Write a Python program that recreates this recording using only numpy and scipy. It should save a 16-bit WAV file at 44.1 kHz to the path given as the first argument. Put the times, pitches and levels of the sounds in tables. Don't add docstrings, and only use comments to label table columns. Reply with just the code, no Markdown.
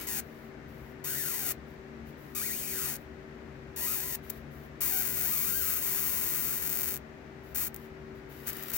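import sys
import numpy as np
from scipy import signal
from scipy.fft import rfft, irfft, next_fast_len
from scipy.io import wavfile
from scipy.ndimage import map_coordinates

SR = 44100
rng = np.random.default_rng(int(sys.argv[2]) if len(sys.argv) > 2 else 0)


def log_audio(samples):
    frames = np.atleast_2d(samples).T
    limited = np.clip(frames, -1, 1)
    pcm = np.round(limited * 32767).astype(np.int16)
    wavfile.write(sys.argv[1], SR, pcm)


N = 386757


def amp(db):
    return 10 ** (np.asarray(db) / 20)


def unit(x):
    return x / np.sqrt(np.mean(x ** 2) + 1e-20)


def along(points, hz, axis=1):
    table = np.transpose(points)
    return np.interp(np.log(hz + 1), np.log(table[0] + 1), table[axis])


def both_ears(points, hz):
    return amp([along(points, hz, axis=1), along(points, hz, axis=2)])


def curves(rows):
    s, *columns = np.transpose(rows)
    t = np.arange(N) / SR
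    return [np.interp(t, s, column) for column in columns]


def wobble(rate):
    points = rng.standard_normal(N // 16)
    return map_coordinates(points, [np.arange(N) * rate / SR], mode="wrap")


def filtered(x, response):
    size = next_fast_len(N + SR // 4)
    spectrum = rfft(x, size) * response(np.fft.rfftfreq(size, 1 / SR))
    return irfft(spectrum, size)[..., :N]


def passband(hz, top_hz=15930):
    return 1 / (1 + (hz / top_hz) ** 300)


def pulses(times, sizes, size=8):
    at = np.asarray(times)[:, None] * SR
    index = np.floor(at).astype(int) + np.arange(1 - size, size + 1)
    window = np.cos(np.pi * (index - at) / (2 * size)) ** 2
    shape = np.sinc(index - at) * window
    return np.bincount(np.clip(index, 0, N).ravel(), (shape * sizes[:, None]).ravel(), N + 1)[:N]


def bump(t, centre_s, length_s):
    return .5 ** ((2 * (t - centre_s) / length_s) ** 2)


def tone(hz, width_hz, waver_db=2.47):
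    phase = np.cumsum(hz + width_hz / 2 * wobble(8)) / SR
    level = amp(waver_db * wobble(6.5))
    return unit(level * np.sin(2 * np.pi * phase))


def drone(drift_db=1.0):
    # f/Hz, level/dB, width/Hz
    low_tones = [(70.8, -59.5, 3.33), (138.5, -57.5, 7.95)]
    # t/s (middle), length/s, lower tone/dB, upper tone/dB
    swells = [(1.25, 0.39, 0, 7.5), (2.037, 0.21, 14, 4), (2.87, 0.17, -4, 7), (4.4, 0.43, 11, 5.5),
              (5.1, 0.33, 10, 8.5), (5.65, 0.27, 9, -10), (8.397, 0.56, 5, 5.5)]
    t = np.arange(N) / SR
    swell_db = sum(np.outer(rises_db, bump(t, s, length)) for s, length, *rises_db in swells)
    total = 0
    for (hz, db, width), rise_db in zip(low_tones, swell_db):
        total = total + amp(db + rise_db + drift_db * wobble(3.11)) * tone(hz, width)
    return total


def fan(air_db=-49.5, drone_db=-2, left_db=3.0):
    # f/Hz, level/dB, width/Hz
    hum_tones = [(150.3, -60, 6.7), (228, -56.5, 3.58), (384, -55, 1), (451.6, -69.5, 3), (626.6, -69, 8.3)]
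    # f/Hz, level/dB (per Hz)
    air_colour = [(22, -24), (40, -11), (54, 0.5), (80, -2.5), (108, -6.5), (190, -6), (310, -1.5),
                  (350, -5.5), (520, -8), (1000, -15.5), (1900, -13.5), (3200, -27.5), (6500, -36),
                  (9500, -47.5), (15500, -43.5)]
    # f/Hz, likeness (1 = the same, 0 = unrelated)
    likeness = [(60, 0.99), (180, 1), (550, 0.28), (1650, 0), (15000, 0.00083)]

    def mid_and_side(hz):
        angle = np.arccos(np.clip(along(likeness, hz), -1, 1)) / 2
        return amp(along(air_colour, hz)) * [np.cos(angle), np.sin(angle)]

    mid, side = filtered(rng.standard_normal((2, N)), mid_and_side)
    air = amp(air_db) * unit(np.array([mid + side, mid - side]))
    hum = sum(amp(db) * tone(hz, width) for hz, db, width in hum_tones)
    balance = amp([[left_db], [-left_db]])
    return (air + hum + amp(drone_db) * drone()) * balance


def corona_strength(attack_s=0.022, release_s=.022):
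    # t/s (start), length/s, level/dB
    puffs = [(-.03, 0.091, -47.5), (0.178, 0.29, -67), (0.668, 0.25, -67), (1.66, 0.075, -69.5),
             (2.053, 0.045, -62.5), (2.167, 0.17, -63.5), (2.95, 0.077, -67), (4.22, 0.16, -58.5),
             (4.5, 0.16, -64.5), (7.423, .1, -64.5), (7.72, .14, -63.5), (8.14, 0.047, -70),
             (8.285, .18, -57), (8.454, .32, -47)]
    t = np.arange(N) / SR
    total = 0
    for start, length, db in puffs:
        rise = np.clip((t - start) / attack_s, 0, 1)
        fade = np.exp(-np.clip((t - start - length) / release_s, 0, 20))
        total = total + amp(db) * rise * fade
    return total


def corona(strength, level_db=2, flutter_db=2):
    # f/Hz, left/dB, right/dB
    hiss_colour = [(400, -27, -45), (1530, 0, -25), (4000, -12, -15), (7500, -18, -17), (8900, -20.5, -23),
                   (10900, -8.5, -21), (12900, -6.5, -13), (14200, -6, -14), (15600, -3, -6)]
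    noise = rng.standard_normal((2, N))
    hiss = unit(filtered(noise, lambda hz: both_ears(hiss_colour, hz) * passband(hz)))
    return amp(level_db) * strength * unit(hiss * amp(flutter_db * wobble(900)))


def burn_level(t, start, stop, rise_s, fall_s, first_db, last_db, edge_db=8.5):
    # t/s (middle), length/s, depth/dB
    sags = [(1.4, 0.11, 4), (2.637, 0.18, 4), (4.068, 0.14, 5.5), (5.125, 0.12, 4), (5.809, 0.02, 5),
            (6.6, 0.065, 4)]
    edges = np.exp(-np.abs(t - start) / rise_s) + np.exp(-np.abs(stop - t) / fall_s)
    sag_db = sum(depth_db * bump(t, s, length) for s, length, depth_db in sags)
    plateau_db = np.interp(t, [start, stop], [first_db, last_db])
    return plateau_db - edge_db * edges - sag_db


def spark_times(start, stop, rate, scatter, count=5000):
    chance = rng.standard_normal(count)
    t = np.arange(round(start * SR), min(round(stop * SR), N))
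    cycles = np.cumsum(rate[t]) / SR
    spread = np.interp(np.arange(count), cycles, scatter[t])
    steps = np.exp(spread * chance - spread ** 2 / 2)
    fired = np.cumsum(steps) - steps[0]
    return np.interp(fired[fired < cycles[-1]], cycles, t / SR)


def crack(hz, bounce_s=0.000251, bounce=0.49):
    # f/Hz, left/dB, right/dB
    spark_colour = [(100, -52, -41), (602, -19.5, -31), (810, -17, -26.5), (1150, -18.5, -31),
                    (1510, -16.5, -29.5), (2030, -11.5, -27), (2480, -13.5, -25), (3110, -22, -28),
                    (3970, -20, -18.5), (4350, -12, -25.5), (4820, -17.5, -26), (6700, -14.5, -11),
                    (8320, -9, -15), (9500, -20, -14.5), (10640, -5.5, -19.5), (12400, -0.5, -12),
                    (14300, -0.5, -14), (14600, 4, -3)]
    # f/Hz, lead of the left/radians
    left_lead = [(2900, 1), (4100, -3), (5300, -5), (6400, -5), (7000, -4), (8400, -4), (10000, -0.5),
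                 (11100, -3), (12000, -1), (13300, -2), (14100, -1.4)]
    delay = np.exp(-2j * np.pi * hz * bounce_s)
    spread = (delay - bounce) / (1 - bounce * delay)
    ring_hz, width_hz, ring_gain = 1490, 130, 1.9
    ring = 1j * hz * width_hz / (ring_hz ** 2 - hz ** 2 + 1j * hz * width_hz)
    turn = np.exp(1j * along(left_lead, hz) / 2)
    colour = both_ears(spark_colour, hz) * passband(hz)
    return colour * spread * (1 + ring_gain * ring) * [turn, 1 / turn]


def radiate(sizzle, body, split_hz=11200):
    def high(hz):
        return 1 / (1 + (split_hz / (hz + 1)) ** 20)

    def even(response):
        return response / np.sqrt(np.mean(np.abs(response) ** 2))

    top = filtered(sizzle, lambda hz: even(crack(hz) * high(hz)))
    return top + filtered(body, lambda hz: even(crack(hz) * (1 - high(hz))))


def lone_sparks(strength, strays_per_s=160, stray_db=-38, count=2000):
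    # t/s, impulse size/dB
    snaps = [(4.297, -31), (4.3004, -20), (4.3033, -20), (7.7445, -27), (7.763, -27), (8.532, -25),
             (8.57, -29), (8.6264, -26), (8.6355, -26), (8.684, -27), (8.6998, -25), (8.704, -24),
             (8.7176, -26)]
    share = strength / strength.max()
    due = np.cumsum(strays_per_s * share ** 2) / SR
    fired = np.cumsum(-np.log(1 - rng.random(count)))
    at = np.searchsorted(due, fired[fired < due[-1]])
    strays = pulses(at / SR, share[at] * amp(stray_db))
    s, size_db = np.transpose(snaps)
    return pulses(s, amp(size_db)) + strays


def arc(strength, sizzle_db=1.56, body_db=3.5, snap_db=10, snap_body_db=-7, size_scatter_db=2.5):
    # start t/s, end t/s, rise/s, fall/s,
    # first level/dB, last level/dB, body above the sizzle/dB
    burns = [(0, 0.062, .001, .002, -48, -52.5, -1.5), (.069, .205, .003, .004, -41, -39, -1.5),
             (1.041, 1.525, .003, 0.0053, -40, -35, -3.5), (2.349, 2.968, 0.0011, 0.035, -39, -38.5, -2.5),
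             (3.762, 4.159, 0.043, 0.0024, -35.5, -35, -5.5),
             (4.806, 6.979, 0.0026, 0.028, -32.5, -36, -7.5), (7.547, 7.683, 0.0044, 0.027, -34, -34.5, -8),
             (8.467, 8.505, .002, .012, -38.5, -33, -7.5), (8.727, 8.774, .005, 0.0017, -35, -35, -8)]
    # t/s, rate/(sparks a second)
    glides = [
        [(0, 350)],
        [(.072, 1050), (.1, 910), (.2, 800)],
        [(1.045, 930), (1.085, 1490), (1.13, 1570), (1.195, 1980), (1.235, 1560), (1.3, 1420), (1.33, 1070),
         (1.42, 770), (1.525, 600)],
        [(2.41, 1200), (2.465, 2400), (2.505, 1770), (2.595, 3400), (2.64, 2450), (2.71, 2400), (2.76, 1620),
         (2.92, 730)],
        [(3.8, 900), (3.86, 980), (3.875, 1240), (3.925, 1340), (3.985, 780), (4.07, 1070), (4.155, 850)],
        [(4.87, 1070), (4.93, 770), (5.01, 735), (5.06, 530), (5.15, 490), (5.19, 720), (5.24, 740),
         (5.33, 1240), (5.4, 1030), (5.58, 1620), (5.66, 1290), (5.9, 1040), (6.42, 1090), (6.53, 1360),
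         (6.59, 544), (6.67, 315), (6.9, 240), (6.97, 130)],
        [(7.55, 600), (7.63, 1070), (7.68, 620)],
        [(8.467, 290), (8.49, 560)],
        [(8.73, 430), (8.77, 690)],
    ]
    # t/s, scatter of the intervals/share
    restless = [(.06, .6), (.072, .07), (1.2, .105), (1.45, .085), (2.48, .06), (2.6, .14), (2.95, .18),
                (3.77, .06), (4.15, .075), (4.86, .22), (4.93, .055), (5.33, .07), (5.51, .15),
                (5.55, .035), (5.6, .035), (5.65, .21), (6.75, .18), (7.6, .23)]
    largest_size = 1.4
    body_follows = 0.86
    lag_s = 35e-6
    tremor_share, tremor_rate = .018, 45

    scatter, = curves(restless)
    tremor = np.exp(tremor_share * wobble(tremor_rate))
    sizzle, body = np.zeros(N), np.zeros(N)
    for (start, stop, rise_s, fall_s, first_db, last_db, rel_db), glide in zip(burns, glides):
        rate = curves(glide)[0] * tremor
        times = spark_times(start, stop, rate, scatter)
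        size, lag = rng.standard_normal((2, len(times)))
        size = np.minimum(size, largest_size)
        plateau_db = (first_db + last_db) / 2
        swing_db = burn_level(times, start, stop, rise_s, fall_s, first_db, last_db) - plateau_db
        rate_gain = np.sqrt(SR / rate[(times * SR).astype(int)])
        charge = amp(plateau_db + size_scatter_db * size) * rate_gain
        times = times + lag_s * lag
        sizzle += pulses(times, charge * amp(sizzle_db + swing_db))
        body += pulses(times, charge * amp(body_db + rel_db + body_follows * swing_db))
    snaps = amp(snap_db) * lone_sparks(strength)
    return radiate(sizzle + snaps, body + amp(snap_body_db) * snaps)


def room(x, near_db=-8, near_t60=0.026, tail_db=-15):
    # f/Hz, time to fall by 60 dB/s
    ring_times = [(300, 0.19), (3000, 0.23), (8000, 0.08), (15000, 0.098)]
    hz, t, z = signal.stft(rng.standard_normal((2, SR // 2)), SR, nperseg=256)
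    fading = z * amp(-60 * t / along(ring_times, hz)[:, None])
    tail = signal.istft(fading, SR, nperseg=256)[1]
    t = np.arange(tail.shape[1]) / SR
    near = rng.standard_normal(tail.shape) * amp(-60 * t / near_t60) * (t > .0008)
    walls = tail * (t > .004)
    answer = (amp(near_db) * unit(near) + amp(tail_db) * unit(walls)) / np.sqrt(len(t))
    return x + signal.fftconvolve(x, answer, axes=1)[:, :N]


def scene():
    strength = corona_strength()
    return room(arc(strength) + corona(strength)) + fan()


def record(dry):
    return filtered(dry, passband)


dry = scene()
out = record(dry)
log_audio(out)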